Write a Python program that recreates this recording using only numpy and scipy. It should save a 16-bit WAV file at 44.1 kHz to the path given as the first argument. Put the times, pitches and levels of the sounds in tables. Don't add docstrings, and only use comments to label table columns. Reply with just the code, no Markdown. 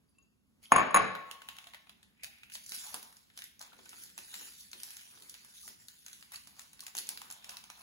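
import sys
import numpy as np
from scipy import signal
from scipy.fft import rfft, irfft, next_fast_len
from scipy.io import wavfile
from scipy.ndimage import uniform_filter1d

SR = 44100
rng = np.random.default_rng(int(sys.argv[2]) if len(sys.argv) > 2 else 0)


def put_to_file(sound):
    columns = np.atleast_2d(sound).T
    safe = np.clip(columns, -1, 1)
    whole_steps = np.round(safe * 32767)
    wavfile.write(sys.argv[1], SR, whole_steps.astype(np.int16))


def attenuation_scalar(level_db):
    decades = np.asarray(level_db, float) / 20
    return 10 ** decades


N = 344970


def read(points, hz):
    f, value = np.transpose(points)
    return np.interp(np.log(hz + 1), np.log(f + 1), value)


def amp_of(points, hz):
    return attenuation_scalar(read(points, hz))


def evened(x):
    return x / np.sqrt(np.mean(x ** 2) + 1e-20)


def add(mix, s, sound):
    part = mix[..., round(s * SR):][..., :sound.shape[-1]]
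    part += sound[..., :part.shape[-1]]


def colour(x, points):
    size = next_fast_len(x.shape[-1])
    gain = amp_of(points, np.fft.rfftfreq(size, 1 / SR))
    return irfft(rfft(x, size) * evened(gain), size)[..., :x.shape[-1]]


# (frequency [Hz], likeness [0-1])
LIKENESS = [(60, .85), (300, 0.01), (1000, 0.7), (2500, 0.49), (5500, 0), (7000, 0.8), (15000, 0.18)]


def paired(z):
    turn_hz = 5500
    size = next_fast_len(z.shape[-1])
    hz = np.fft.rfftfreq(size, 1 / SR)
    same = np.clip(read(LIKENESS, hz), 0, 1)
    a, b = rfft(z, size)
    late = np.exp(-2j * np.pi * np.minimum(hz / turn_hz, 1))
    second = same * a * late + np.sqrt(1 - same ** 2) * b
    return irfft(np.array([a, second]), size)[:, :z.shape[-1]]


# (frequency [Hz], level [dB])
ROOM_TONE = [(30, -16.5), (60, 1), (120, -3), (220, 3), (340, -9), (700, -20), (1100, -18.5), (1700, -22),
             (6000, -26.5), (13000, -24.5), (16000, -33)]


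def air():
    slow = uniform_filter1d(uniform_filter1d(rng.standard_normal(N), 3000), 3000)
    hum = evened(colour(paired(rng.standard_normal((2, N))), ROOM_TONE))
    return attenuation_scalar(-73 + 1.3 * evened(slow)) * hum


def ring(modes, span, lead):
    t = np.arange(int(span * SR)) / SR
    hz, db, t60 = np.transpose(modes)[:, :, None]
    phase = 2 * np.pi * hz * t + np.pi * np.round(2 * np.log2(hz / 1100))
    size = attenuation_scalar(db - 60 * t / t60) * (1 - np.exp(-t / 0.00073))
    return np.array([(size * np.sin(phase)).sum(0), (size * np.sin(phase + lead)).sum(0)])


# (time [s], level [dB], glaze ring against the blow [dB])
KNOCKS = [(.7198, -4, -16), (.7365, -18, -38), (.7545, -19, -38), (.761, -8, -15), (.7815, -11.5, -23),
          (.794, -16, -24), (.804, -17, -26), (.814, -19, -32), (.907, -27, -20), (.944, -9, -9),
          (.9502, -10.5, -22), (.9605, -9, -11), (.9697, -9, -13), (.9865, -22, -28), (.998, -25, -27)]
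# (frequency [Hz], level [dB], time to die by 60 dB [s])
FOOT_NOTES = [(100.35, -37.5, 0.1), (207.8, -29, 0.067), (264, -19.5, 0.15), (495, -22.5, 0.057),
              (732, -22, 0.062), (830, -10.5, 0.026), (893, -15.5, 0.057), (1111, 0.5, 0.085),
              (1220, -12.5, 0.039), (1600, -14.5, 0.028), (1780, -9, 0.02), (2260, -18, 0.086),
              (2790, -28.5, 0.01), (3380, -36, 0.037)]
# (frequency [Hz], level [dB], time to die by 60 dB [s])
GLAZE_NOTES = [(6690, -4, .05), (6675, -27, .3), (6696, -29, .25), (9945, 0, .05), (9900, -25, .25),
               (12320, -27, .03)]
# (time [s], frequency [Hz], level [dB], time to die by 60 dB [s])
CLINKS = [(0.087, 4750, -72, 0.043), (0.092, 10250, -72, 0.13), (.184, 8400, -66, .006),
          (.184, 4000, -66.5, 0.0066), (.184, 1800, -67.5, .006), (0.184, 2710, -58.5, 0.074),
          (0.186, 7160, -56, 0.014), (0.184, 10200, -61, 0.029), (0.186, 1100, -71, 0.1),
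          (0.72, 1050, -36, 0.35), (.793, 7900, -38, 0.011), (.793, 11800, -40, 0.0095),
          (.832, 11900, -47.5, .01), (.946, 1096, -36.5, 1.2), (0.987, 1106, -24.5, 0.12),
          (0.985, 1198, -35.5, .3), (0.96, 45, -50.5, 0.11), (.72, 126, -42, 0.19), (0.719, 388, -36, 0.12),
          (0.829, 253, -40, .12), (.99, 439, -37, 0.15), (1.12, 167, -53, 0.095), (0.76, 70, -41.5, 0.12),
          (.99, 190, -42, 0.22), (1.01, 112, -41, 0.096), (0.943, 3910, -25, .02), (0.949, 3930, -33, .02),
          (0.149, 2660, -79, 0.26), (.19, 4750, -80.5, 0.14), (0.225, 6660, -63.5, 0.061),
          (.657, 3200, -35.5, 0.0076), (.664, 3160, -43, 0.01), (.944, 12700, -29.5, 0.068),
          (.97, 13000, -37.5, 0.069)]
# (frequency [Hz], level [dB])
SCRAPE = [(120, -32.5), (250, -8), (700, 6.5), (1500, 1), (2500, -0.5), (4000, -21.5), (6000, -38),
          (9000, -36.5), (15000, -48)]
# (frequency [Hz], level [dB])
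CRISP = [(2200, -43), (4500, -5), (6000, -3), (8000, -5), (9500, 2), (11000, -6.5), (13500, -4.5),
         (15700, -12.5), (16300, -24.5)]


def bowl():
    out = np.zeros((2, N))
    t = np.arange(SR // 4) / SR
    settle = attenuation_scalar(-17 * np.clip((t - .007) / 0.00061, 0, 1))
    u = np.maximum(t[:2048] - .004, 0)
    noise = rng.standard_normal((len(KNOCKS), 2, 2048)) * (u > 0)
    hz, mode_db, t60 = np.transpose(FOOT_NOTES)
    weak = mode_db < -5
    for (s, db, glaze_db), z in zip(KNOCKS, noise):
        shift, tilt = rng.uniform(-1.2, 1, (len(FOOT_NOTES), 2)).T
        foot = np.transpose([hz * (1 + .04 * shift * weak), mode_db + 3 * tilt * weak, t60])
        add(out, s, attenuation_scalar(db - 4) * settle * ring(foot, span=.25, lead=1.1))
        add(out, s, attenuation_scalar(db + glaze_db - 1.5) * ring(GLAZE_NOTES, span=.25, lead=0))
        add(out, s - .004, attenuation_scalar(db - 14.0) * colour(z * np.exp(-u / 0.012), SCRAPE))
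        add(out, s - .004, attenuation_scalar(db + glaze_db - 17.5) * colour(z * np.exp(-u / 0.0047), CRISP))
    for s, *mode in CLINKS:
        add(out, s, ring([mode], span=1.0, lead=0.586))
    return out


# (frequency [Hz], time to die by 60 dB [s])
WALLS = [(150, 0.57), (500, 0.72), (1500, 0.73), (4000, 0.7706), (8000, 0.35), (15000, 0.7)]


def kitchen(x, early_db, rise):
    taps = np.zeros((2, SR))
    at = np.arange(150, SR - 20, 20) + rng.integers(0, 20, (2, (SR - 151) // 20))
    np.put_along_axis(taps, at, rng.choice([-1., 1.], at.shape), 1)
    t = np.arange(SR) / SR
    early = 1 + attenuation_scalar(early_db) * np.exp(-t / 0.066)
    taps = paired(taps) * early * (1 - np.exp(-t / rise))
    hz, t, z = signal.stft(taps, SR, nperseg=256)
    dying = attenuation_scalar(-60 * t / read(WALLS, hz)[:, None])
    tail = signal.istft(z * dying, SR, nperseg=256)[1]
    return signal.fftconvolve(x, tail / np.linalg.norm(tail[0]), axes=1)[:, :N]


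def grains(spread_db, ms):
    starts = rng.random(N) < 1000 / SR
    size = attenuation_scalar(spread_db * np.minimum(rng.exponential(1, N), 5)) * starts
    shape = signal.lfilter([1], [1, -np.exp(-1000 / (ms * SR))], size ** 2)
    return evened(np.sqrt(shape + 0.57 * shape.mean()) * paired(rng.standard_normal((2, N))))


def patchy(x, patchy_db, drift_db, low_db):
    z = signal.stft(x, nperseg=256)[2]
    chance = rng.standard_normal(z.shape[1:])
    field = uniform_filter1d(uniform_filter1d(chance, size=5, axis=0), size=12, axis=1)
    drift = uniform_filter1d(uniform_filter1d(chance[::-1], size=3, axis=0), size=40, axis=1)
    depth_db = patchy_db + low_db * np.exp(-np.arange(len(chance)) / 2.8)[:, None]
    gain = attenuation_scalar(depth_db * evened(field) + drift_db * evened(drift))
    return evened(signal.istft(z * gain, nperseg=256)[1][:, :N])


def movement(rows, db, swing, linger_db=-15.5):
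    span_db, linger_s = 20, 0.416
    s, _, swell, fade = np.transpose(rows)[:4, :, None]
    t = np.arange(0, N + 64, 64) / SR
    under = span_db * np.maximum((s - t) / swell, (t - s) / fade)
    linger = np.where(t > s, span_db * (t - s) / linger_s - linger_db, 200)
    power = (attenuation_scalar(np.reshape(db, (-1, 1)) - swing * np.minimum(under, linger)) ** 2).sum(0)
    return np.interp(np.arange(N) / SR, t, np.sqrt(power))


# (peak time
# [s], level [dB], swell [s], fade [s], slackness [dB])
MOVEMENTS = [(.638, -54.5, 0.016, 0.06, -13), (.716, -67.5, 0.012, 0.027, 28.5),
             (1.32, -81.5, 0.31, 0.13, 30.5), (1.5, -62.5, 0.12, 0.59, -2), (2.24, -50.5, 0.011, 0.056, -13),
             (2.55, -41, 0.029, 0.052, -30), (2.75, -40, 0.082, 0.3, -32), (2.94, -61.5, 0.2, 0.025, 6),
             (3.0, -65.5, 0.032, 0.19, 8), (3.385, -52, 0.056, 0.1, -18), (3.61, -55, 0.011, 0.086, 5.5),
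             (4.03, -48.5, 0.27, 0.15, -23.5), (4.18, -51.5, 0.026, 0.48, -22),
             (4.345, -47, 0.043, 0.11, -18), (4.421, -44, 0.16, 0.2, -22), (4.601, -48, 0.086, 0.12, -32),
           (4.831, -51.5, 0.15, 0.97, -17), (5.311, -54.5, 0.25, 0.098, -28),
           (5.662, -49, 0.31, 0.12, -28.5), (5.809, -58, 0.046, 1, -23), (6.081, -57.5, 0.045, 0.44, -18),
           (6.341, -45.5, 0.033, 0.067, -15.5), (6.59, -58.5, 0.079, 0.18, -6),
           (6.871, -55.5, 0.15, 0.042, -10), (6.982, -39, 0.027, 0.045, -14),
           (7.09, -58.5, 0.054, 0.81, -4), (7.31, -59.5, 0.018, 0.085, 0), (7.509, -55, 0.1, 0.21, -1.5),
           (7.81, -56, 0.14, 0.36, -7.5)]
# (frequency [Hz], level [dB])
BODY = [(900, -37), (1500, -2), (2500, 0.5), (4000, -1.5), (5500, -25.5)]
# (frequency [Hz], level [dB])
FLAP = [(200, -40), (500, -6), (900, 6), (1300, 3), (2000, -20)]


def rustle():
    drive = patchy(grains(spread_db=2.0, ms=0.77), patchy_db=3.0, drift_db=2.0, low_db=3.5)
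    rows = MOVEMENTS
    db, slack_db = np.transpose(rows)[[1, 4]]
    crisp = movement(rows, db, swing=0.89) * colour(drive, CRISP)
    body = movement(rows, db - 1.5 + 0.4 * slack_db, swing=0.69) * colour(drive, BODY)
    flap = movement(rows, db + slack_db - 1.0, swing=0.97, linger_db=-23.5) * colour(drive, FLAP)
    return attenuation_scalar(-3.0) * (crisp + body + flap)


def level(rows, col=1):
    rows = np.asarray(rows)
    return np.interp(np.arange(N) / SR, rows[:, 0], rows[:, col], left=-120, right=-120)


# (peak time [s], level [dB], swell [s], fade [s])
BUMPS = [(.77, -48, .012, 0.15), (1.001, -41, 0.013, 0.079), (5.2, -67.5, 0.14, 0.43),
         (1.4, -80.5, 0.17, 1.4), (2.719, -59.5, 0.011, 0.082), (2.95, -56, 0.02, 0.12),
         (3.798, -64, 0.21, 0.6), (4.19, -59.5, 0.038, 0.057), (4.419, -59.5, 0.093, 0.081),
         (4.74, -62, 0.018, 0.095), (5.7, -61.5, 0.072, 0.045), (6.96, -60, 0.022, 0.45)]
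# (frequency [Hz], level [dB])
BUMP_COLOUR = [(120, -18), (200, 3), (350, 1.5), (550, -1.5), (800, -36.5)]
# (time [s], level [dB], pitch of the hollow under it [Hz])
DRAG = [
    (2.16, -74.5, 2450),
    (2.228, -59, 2310),
    (2.574, -64, 2650),
    (2.68, -86, 2790),
]


def hands():
    noise = grains(spread_db=4.5, ms=5)
    turn = np.exp(2j * np.pi * np.cumsum(np.maximum(level(DRAG, col=2), 2000)) / SR)
    r = np.exp(-np.pi * 750 / SR)
    drag = evened((turn * signal.lfilter([1], [1, -2 * r, r * r], noise / turn)).real)
    bumps = movement(BUMPS, np.transpose(BUMPS)[1], swing=0.91, linger_db=-47) * colour(noise, BUMP_COLOUR)
    return attenuation_scalar(level(DRAG) - 5.0) * drag + attenuation_scalar(-4.5) * bumps


# (time [s], level
# [dB], slackness [dB], ringing patch [Hz])
SNAPS = [(1.151, -47, 14.5, 1450), (1.312, -32.5, -18, 2940), (1.4181, -47.5, 8, 2670),
         (1.487, -36.5, 0.5, 3160), (1.585, -42.5, 0, 2730), (1.67, -45, -1.5, 3070),
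         (1.735, -52.5, 13.5, 2100), (1.894, -46, 1, 3680), (2.0287, -48.5, -16.5, 3750),
         (2.234, -31, -37, 2490), (2.4326, -45.5, -7, 2400), (2.4983, -48, -7, 2770),
         (2.525, -42, -43, 6770), (2.538, -36, -46, 11700), (2.553, -36.5, -10.5, 2880),
         (2.6628, -34.5, -52, 6470), (2.693, -29.5, -65, 11220), (2.72, -30.5, -8, 4620),
         (2.7473, -32, -13, 11900), (2.865, -37, -13, 7440), (2.9429, -26, 2.5, 11300),
         (3.0279, -36, -13, 11350), (3.1253, -48.5, -9, 10450), (3.1678, -43, -46, 4980),
           (3.375, -35, -10, 5500), (3.3892, -37, -8, 6000), (3.44, -33.5, -27, 11300),
           (3.593, -41, -39.5, 5950), (3.613, -32.5, -44, 4500), (3.42, -38, -21, 1600),
           (3.73, -61, 17, 1490), (3.789, -73.5, 28, 684), (3.856, -43, -30, 6380),
           (3.858, -60.5, 13, 1495), (3.892, -33.5, -38, 10900), (3.929, -62.5, 21.5, 1370),
           (4.1782, -31.5, -5, 10260), (4.341, -34, -10, 3960), (4.715, -39, -43, 6500),
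           (4.7312, -34, -7, 4200), (4.8007, -40, -15, 4920), (4.833, -26, -21.5, 12500),
           (4.9052, -35.5, -11.5, 9410), (4.968, -35, -21, 6740), (5.174, -55.5, 8.5, 4070),
           (5.222, -41.5, -28, 3750), (5.2956, -33.5, -48, 6720), (5.341, -39.5, -10.5, 4300),
           (5.4467, -44, -7.5, 10400), (5.678, -33.5, -7.5, 11400), (5.8836, -36, -30, 4260),
         (6.063, -35, -11, 6740), (6.082, -39, -15, 6600), (6.13, -35.5, -25, 6620),
          (6.2252, -44.5, -3.5, 4550), (6.3196, -39, -3, 11430), (6.359, -32.5, -40, 4580),
          (6.472, -37.5, -8.5, 11300), (6.5935, -34, -9.5, 7300), (6.731, -44, -4.5, 10270),
          (6.805, -31, -49, 4680), (6.866, -30, -18, 7320), (6.88, -39.5, -6, 6900),
          (6.951, -31, -3.5, 6700), (6.968, -25.5, -40, 6800), (6.986, -22.5, -50, 4330),
          (7.07, -36, -40, 6700), (7.0902, -20, -29, 10800), (7.174, -32.5, -16, 4600),
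          (7.2166, -36.5, 0.5, 8000), (7.3014, -36.5, -4.5, 6700), (7.324, -33.5, -44.5, 7100),
          (7.423, -57, -11, 1780), (7.4437, -37.5, -12, 5400), (7.4929, -30, -18, 5100),
          (7.5691, -34, -9, 5100), (7.639, -41.5, -4, 6750), (7.7007, -36.5, -1, 6260),
         (1.492, -44, -14, 3060), (1.566, -45, -8, 3650), (1.6412, -49.5, -4.5, 2370),
         (1.708, -64, -5, 2070), (1.7453, -46.5, 6.5, 2040), (1.869, -63.5, 13.5, 2470),
         (2.175, -66, -19, 2260), (2.1933, -70, -12, 2180), (2.207, -65, -13, 2170),
         (2.2379, -36, -28, 5120), (2.244, -31, -37, 2610), (2.383, -57, -4, 2640),
         (2.5196, -42.5, -24, 2600), (2.6393, -44, -43, 7100), (2.769, -54, -27, 6000),
         (4.187, -37.5, -13, 5020), (4.354, -35, -30, 4520), (5.01, -46, -9, 6000), (5.349, -46, -6, 4270),
         (5.609, -50.5, -33, 11310), (5.687, -40, -13.5, 8970), (6.2088, -46, -25, 6890),
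         (6.566, -52, -11, 6660), (6.7928, -44, -9, 4420), (6.8357, -40, -17.5, 10400),
         (6.979, -25.5, -35, 4000), (6.991, -34, -28, 5000), (7.311, -34, -12.5, 9500),
         (7.506, -40, -19.5, 4950), (7.7573, -55.5, -20, 6700), (3.625, -38.5, -23, 6100),
         (3.404, -56, -40, 9970), (4.036, -35, -42, 11100), (6.345, -41.5, -13, 4470),
         (6.616, -42.5, -28, 6000), (3.3, -59.5, -4, 2000)]


def snaps():
    out = np.zeros((2, N))
    t = np.arange(2048) / SR - .004
    rows = SNAPS
    noise = rng.standard_normal((len(rows), 2, len(t)))
    shake = (t > 0) * attenuation_scalar(-21) * np.exp(-t / 0.024)
    for (s, db, slack_db, hz), z in zip(rows, noise):
        u = np.maximum(t, 0) / (0.001 * attenuation_scalar(-0.28 * (db + 23.5)))
        patch = [(hz * 0.8, -6), (hz, 3), (hz * 1.29, -6)]
        crack = colour(z * np.minimum(u * 1.3, 1) * np.exp(-u), patch)
        burst = paired(attenuation_scalar(-23.5) * evened(crack) + z * shake)
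        body_db = 1.5 + 0.28 * slack_db - 5.5 * np.log2(hz / 4500)
        body = attenuation_scalar(body_db) * colour(burst, BODY)
        flap = attenuation_scalar(slack_db - 3.5) * colour(burst, FLAP)
        add(out, s - .004, attenuation_scalar(db - 0.54) * (colour(burst, CRISP) + body + flap))
    return out


# (time [s], frequency [Hz], level [dB], time to die by 60 dB [s])
POPS = [(2.24, 70, -61, .12), (1.415, 710, -68, .04), (5.9, 1500, -66.5, 0.031), (1.312, 2930, -43, 0.028),
        (1.667, 700, -52.5, 0.046), (1.745, 620, -53, 0.042), (2.236, 660, -53.5, 0.046),
        (2.275, 800, -61.5, .08), (2.553, 608, -59.5, 0.049), (2.774, 231, -56, 0.047),
        (2.866, 845, -53, .11), (3.72, 1428, -52, 0.044), (3.787, 450, -58.5, .05),
        (3.857, 1515, -57, 0.063), (3.923, 1414, -60.5, 0.039), (3.982, 1440, -55, 0.036),
        (4.342, 3980, -44, 0.069), (4.391, 3950, -53.5, .15), (1.487, 3100, -42, 0.024),
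        (1.736, 2195, -54, 0.018), (4.415, 502, -60, 0.049), (4.482, 1304, -56, 0.033),
        (5.175, 453, -62, 0.034), (5.635, 1200, -59, 0.045), (5.652, 893, -61, 0.048),
        (5.708, 600, -67, 0.045), (6.343, 1154, -46, .03), (6.357, 4454, -35, .02),
        (6.373, 1560, -56, 0.033), (6.529, 910, -61.5, .02), (6.828, 1110, -49, 0.031),
        (7.147, 4330, -49, .02), (7.158, 1004, -54.5, .03), (7.303, 880, -56, .04),
        (7.363, 894, -55.5, .03), (7.517, 2190, -54, .02), (7.693, 1240, -55, 0.024)]


def pops():
    out = np.zeros((2, N))
    for s, *mode in POPS:
        add(out, s, ring([mode], span=0.23, lead=1.0))
    return out


# (frequency [Hz], level [dB])
ROUND_CORNER = [(60, -8), (150, 1), (700, -1.5), (1100, -13.5), (1500, -2), (2800, -4), (5000, 2),
                (7000, -12.5), (12000, -24)]


def scene():
    far = bowl() * attenuation_scalar([[.8], [-.8]])
    near = rustle() + hands() + snaps() + pops()
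    far_echo = attenuation_scalar(-7.0) * kitchen(colour(far, ROUND_CORNER), early_db=-3.0, rise=0.013)
    near_echo = attenuation_scalar(-5.5) * kitchen(near, early_db=2.8, rise=0.00067)
    return air() + far + far_echo + near + near_echo


def thinned(x, below_db, floor_db, fickle_db, thrift_db):
    window = np.sin(np.pi * (np.arange(2048) + .5) / 2048)
    both = np.array([x[0] + x[1], x[0] - x[1]]) / 2
    z = signal.stft(both, window=window, nperseg=2048)[2][:, :1024]
    db = 10 * np.log10((abs(z) ** 2).reshape(2, 64, 16, -1).mean(2) + 1e-20)
    height = np.linspace(0, 1, 64)[:, None]
    chance = evened(uniform_filter1d(rng.standard_normal(db.shape), size=3, axis=2))
    margin = fickle_db * chance - thrift_db * height
    attack = np.diff(db[:, 12:44].max((0, 1)), prepend=0) > 9
    margin -= 20 * height ** 2 * (np.roll(attack, 2) | np.roll(attack, -1))
    keep = (db + margin > db[::-1] - below_db) & (db + margin / 2 > db.max((0, 1)) - floor_db)
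    keep[:, :5] = True
    keep |= attack
    z = np.pad(z * np.repeat(keep, 16, axis=1), ((0, 0), (0, 1), (0, 0)))
    mid, side = signal.istft(z, window=window, nperseg=2048)[1][:, :N]
    return np.array([mid + side, mid - side])


def top_cut(x):
    return signal.sosfilt(signal.butter(12, 17000, fs=SR, output="sos"), x)


# (frequency [Hz], lead [radians])
LEAD = [(0, -6.28), (6350, -6.28), (15750, 6.28), (22050, 14.7)]
# (frequency [Hz], left minus right [dB])
TILT = [(60, 0), (110, -3), (200, -2.5), (380, -1), (700, 0.5), (1290, 1), (2380, 0.5), (4400, -2),
        (8120, -1.5), (15000, 2)]


def record(dry):
    size = next_fast_len(N)
    hz = np.fft.rfftfreq(size, 1 / SR)
    half = np.interp(hz, *np.transpose(LEAD)) / 2
    a, b = rfft(dry, size)
    treble = np.clip((hz - 6200) / 1400, 0, 1)
    mid, side = -a * np.cos(half), 1j * b * np.sin(half)
    left = treble * (mid + side) + (1 - treble) * a
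    right = treble * (mid - side) + (1 - treble) * b
    tilt = np.sqrt(amp_of(TILT, hz))
    edge = attenuation_scalar(-40 * np.clip((hz - 15800) / 500, 0, 2))
    pair = irfft(np.array([left * tilt, right / tilt]) * edge, size)[:, :N]
    plain = irfft(np.array([a * tilt, b / tilt]) * edge, size)[:, :N]
    power = signal.lfilter([1, -1], [1], dry[0]) ** 2
    sharp = uniform_filter1d(power, size=90) > 9 * uniform_filter1d(power, size=1800)
    sharp = np.clip(2 * uniform_filter1d(1. * sharp, size=130), 0, 1)
    pair = pair + sharp * (plain - pair)
    mix = thinned(pair, below_db=18, floor_db=53, fickle_db=6.5, thrift_db=23.5)
    return top_cut(mix)


dry = scene()
out = record(dry)
put_to_file(out)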